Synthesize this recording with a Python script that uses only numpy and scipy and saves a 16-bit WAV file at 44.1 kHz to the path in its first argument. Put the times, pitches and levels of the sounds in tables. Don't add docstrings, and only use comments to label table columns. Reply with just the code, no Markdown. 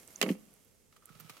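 import sys
import numpy as np
from scipy import signal
from scipy.fft import rfft, irfft
from scipy.io import wavfile

SR = 44100
rng = np.random.default_rng(int(sys.argv[2]) if len(sys.argv) > 2 else 0)


def generate_wav(sig):
    pcm = np.round(np.clip(np.atleast_2d(sig).T, -1, 1) * 32767).astype(np.int16)
    wavfile.write(sys.argv[1], SR, pcm)


N = 61739
T = np.arange(N) / SR


def undb(db):
    return 10 ** (np.asarray(db) / 20)


def unit(x):
    return x / np.sqrt(np.mean(x ** 2))


def pan(x, db):
    return x * undb(np.array([[db], [-db]]) / 2)


def curve(points):
    return undb(np.interp(T, *np.array(points).T))


def colour(x, points):
    hz, db = np.array(points).T
    f = np.maximum(np.fft.rfftfreq(2 * N, 1 / SR), 1)
    gain = undb(np.interp(np.log(f), np.log(hz), db))
    return irfft(rfft(x, 2 * N) * gain)[..., :N]


def lowpass(x, hz):
    return signal.sosfilt(signal.butter(2, hz, fs=SR, output="sos"), x)


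def radiate(x, hz):
    return signal.sosfilt(signal.butter(6, hz, "high", fs=SR, output="sos"), x)


def through(x, response):
    return irfft(rfft(x, 2 * N) * rfft(response, 2 * N))[..., :N]


def fade(t, t60):
    return np.exp(-np.log(1000) * t / t60)


def ring(modes):
    return sum(undb(db) * np.cos(2 * np.pi * hz * T) * fade(T, t60) for hz, db, t60 in modes)


def burst(start, rise, t60):
    age = T - start
    return np.clip(age / rise, 0, 1) ** 2 * fade(np.maximum(age - rise, 0), t60)


def press(start, contact_ms):
    force = np.sin(np.pi * np.clip((T - start) * 1000 / contact_ms, 0, 1)) ** 2
    return force / force.sum()


def noise(shared):
    return np.sqrt(shared) * rng.standard_normal(N) + np.sqrt(1 - shared) * rng.standard_normal((2, N))


def grains(per_s, spread_db, shared):
    size = undb(spread_db * np.minimum(rng.exponential(size=N), 4))
    return unit((rng.random(N) < per_s / SR) * size * noise(shared))


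# f/Hz, level/dB
AIR_SPECTRUM = [(25, 24), (70, 10.5), (120, 5), (200, 4.5), (310, -5.5), (450, 3), (700, -13), (1500, -15),
                (4000, -16), (9000, -10.5), (16000, -20)]
def air():
    return pan(undb(-57.5) * unit(colour(noise(0.17), AIR_SPECTRUM)), db=2)


def reverberation(direct):
    response = lowpass(noise(0.1), hz=2500) * burst(0, rise=0.0067, t60=0.48)
    return undb(-29) * through(direct, unit(response) / np.sqrt(N))


# f/Hz, level/dB, T60/s
SCOOP_MODES = [(191.4, -1.5, 0.082), (214.3, -12, 0.23), (244.6, -4, 0.071), (283.8, 5, 0.029),
               (352.3, -6.5, .07), (412.2, -2.5, 0.1), (510, -1, .085), (611, -9, 0.1), (738, -19, 0.09),
               (1118, -8.5, .05), (1840, -6.5, 0.019), (2135, 0, 0.0335), (2732, -1, .024),
               (3100, -4.5, 0.022)]
SCOOP_LOW_HZ = 174.7
def scoop(force):
    return through(force, ring(SCOOP_MODES))


# t/s, level/dB
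TRICKLE_LEVELS = [(0, -53.5), (.05, -57), (.11, -54.5), (.2, -55), (.25, -51.5), (.315, -45), (.36, -61.5),
                  (.42, -61.5), (.6, -64), (.75, -68.5), (.92, -72.5), (1.4, -64.5)]
# f/Hz, level/dB
TRICKLE_SPECTRUM = [(200, -20.5), (500, 3.5), (800, -1.5), (1500, -1), (2400, -1.5), (3800, -6), (6500, -2),
                    (9000, 1.5), (13000, 2), (16000, -11.5)]
def trickle():
    hiss = unit(colour(grains(per_s=5000, spread_db=-1.5, shared=0.15), TRICKLE_SPECTRUM))
    drum = unit(scoop(grains(per_s=4400, spread_db=-2.8, shared=0.95)))
    return pan((hiss + undb(-6) * drum) * curve(TRICKLE_LEVELS), db=4)


# t/s, level/dB, f/Hz, pan/dB
GRIT_TICKS = [(.0765, -51, 8080, -31), (0.1592, -35.5, 6690, -7.5), (0.1934, -55, 2200, 19),
              (.5385, -47.5, 10900, -1), (.648, -53, 12200, -3), (1.056, -38, 12640, -7.5),
              (1.0567, -43, 8600, -2), (1.065, -56.5, 10600, -11.5), (1.1728, -49, 10100, 16),
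              (1.199, -41.5, 13600, -8), (1.2036, -43.5, 6400, 2), (1.2073, -33.5, 12500, 5.5)]
def grit():
    out = np.zeros((2, N))
    for start, db, hz, pan_db in GRIT_TICKS:
        b, a = signal.iirpeak(hz, Q=1 / 0.3, fs=SR)
        snap = unit(signal.lfilter(b, a, signal.lfilter(b, a, noise(1))))
        out += pan(undb(db) * snap * burst(start, rise=0.00067, t60=0.0053), pan_db)
    return out


# t/s, level/dB
HEAD_BUMPS = [(1.101, -53.5), (1.154, -55), (1.201, -54), (1.22, -58.5), (1.245, -53.5), (1.3, -54.5)]
def rake_head():
    force = sum(undb(db) * press(start, contact_ms=2.63) for start, db in HEAD_BUMPS)
    thud = through(force, ring([(115.7, 2, 0.056), (154.2, -5, 0.2)]))
    return pan(radiate(thud, hz=118), db=-16.5)


# t/s, level/dB, relative tine level/dB
SOIL_DRAG = [(0.892, -96.5, -8), (.93, -67.5, -12), (1.0, -80.5, 1), (1.062, -68.5, 0.5), (1.089, -66, 2),
             (1.135, -63, -2.5), (1.18, -63, -9), (1.229, -61, -8), (1.32, -58.5, -8), (1.4, -59.5, -12)]
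# t/s, tine level/dB, crunch level/dB
CRUMB_CATCHES = [(0.922, -64, -64.5), (.961, -57, -55), (1.02, -59.5, -74), (1.088, -53.5, -64),
                 (1.15, -72, -61), (1.198, -51.5, -48), (1.2935, -52, -42.5), (1.298, -63, -57),
                 (1.365, -56, -53.5)]
# f/Hz, level/dB, T60/s
TINE_MODES = [(1098, -27, 0.049), (1202, 1.5, 0.12), (1288.5, 10, 0.076), (1415, -8.5, 0.047),
              (2114, -10.5, .025), (3100, -11.5, 0.013)]
# f/Hz, level/dB
SOIL_SPECTRUM = [(120, -16), (350, 1), (700, -0.5), (1400, 0), (1800, -2), (2300, 1), (3100, -0.5),
                 (4500, -3.5), (6300, -7), (10000, -5.5), (13500, -5.5), (16000, -11.5)]
def raking():
    times, drag_db, tine_db = np.array(SOIL_DRAG).T
    drag = undb(np.interp(T, times, drag_db))
    tine_level = drag * undb(np.interp(T, times, tine_db))
    crunch_level = drag * undb(1.5)
    for start, ring_db, crunch_db in CRUMB_CATCHES:
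        catch = burst(start, rise=0.0037, t60=0.04)
        tine_level += undb(ring_db) * catch
        crunch_level += undb(crunch_db) * catch
    tines = unit(through(noise(0.7), ring(TINE_MODES)))
    crunch = unit(colour(grains(per_s=9000, spread_db=0.5, shared=0.2082), SOIL_SPECTRUM))
    return pan(tine_level * tines + crunch_level * crunch, db=3)


def judder():
    start_s, end_s, ramp_s = 0.216, 0.3, 0.0073
    contact = np.clip(np.minimum(T - start_s, end_s - T) / ramp_s, 0, 1)
    slips = grains(per_s=790, spread_db=1, shared=1)
    gain = undb(-37) / np.std(scoop(slips))
    rattle = lowpass(scoop(gain * contact * slips), hz=880)
    return radiate(rattle, SCOOP_LOW_HZ)


# level/dB, cutoff f/Hz, pan/dB, T60/s
RAKE_BLOWS = [(0.2141, -37.5, 0.073, -11.5, 8780, -2, 0.01), (0.2263, -39, 0.26, -20, 14000, 0.5, 0.019),
              (0.2286, -33.5, 0.24, -18.5, 2815, 17.5, 0.013), (0.23, -29, 2.1, -55, 3000, -10.5, .02),
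              (0.2358, -32, .6, -32, 5000, 2, .02), (0.2432, -37, 2.8, -44, 3000, -4.5, 0.018),
              (0.2621, -36, 0.6, -32, 1500, -14.5, .028), (0.2809, -25, 3.5, -63, 3000, -1, .03),
              (0.289, -29.5, 2.7, -26.5, 2500, 10.5, 0.047), (0.2967, -41, 2., -35, 3000, -1, 0.016),
              (0.3022, -17.5, 2.94, -59, 2957, -2, 0.016), (0.3129, -27, 3.08, -47, 3060, -7.5, 0.073),
              (.352, -51.5, 0.89, -57, 3187, -7.5, 0.032)]
# f/Hz, level/dB
CLACK_SPECTRUM = [(120, -40.5), (300, -13.5), (800, -2.5), (1200, -5), (1580, -13), (2000, 4.5), (2380, -1),
                  (2750, 4.5), (3130, 4), (3400, -9.5), (4600, 0), (5350, -10.5), (6600, -5), (9800, -12.5),
                  (11500, -6.5), (16000, -9)]
def blows():
    rise_s = 0.00075
    force, clacks = np.zeros(N), np.zeros((2, N))
    for start, force_db, contact_ms, clack_db, cutoff_hz, pan_db, t60 in RAKE_BLOWS:
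        force += undb(force_db) * press(start, max(contact_ms, 0.1))
        envelope = burst(start, rise_s, t60) + undb(-15) * burst(start, rise_s, t60=0.083)
        clack = lowpass(unit(colour(noise(0.14), CLACK_SPECTRUM)), cutoff_hz)
        clacks += pan(undb(clack_db) * envelope * clack, pan_db)
    return radiate(pan(scoop(force), db=2) + clacks, SCOOP_LOW_HZ)


def scene():
    direct = blows() + judder() + trickle() + grit() + raking() + rake_head()
    return direct + reverberation(direct) + air()


# f/Hz, level/dB
LEFT_RESPONSE = [(20, -1.5), (2500, -6.5), (4000, -6.5), (6300, -2.5), (8000, -9.5), (10500, -20.5),
                 (16000, -14.5)]
def record(dry):
    shaded = np.array([colour(dry[0], LEFT_RESPONSE), dry[1]])
    low_cut_hz, high_cut_hz = 85, 15900
    thinned = signal.sosfilt(signal.butter(2, low_cut_hz, "high", fs=SR, output="sos"), shaded)
    return signal.sosfilt(signal.ellip(10, 0.1, 70, high_cut_hz, fs=SR, output="sos"), thinned)


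dry = scene()
out = record(dry)
generate_wav(out)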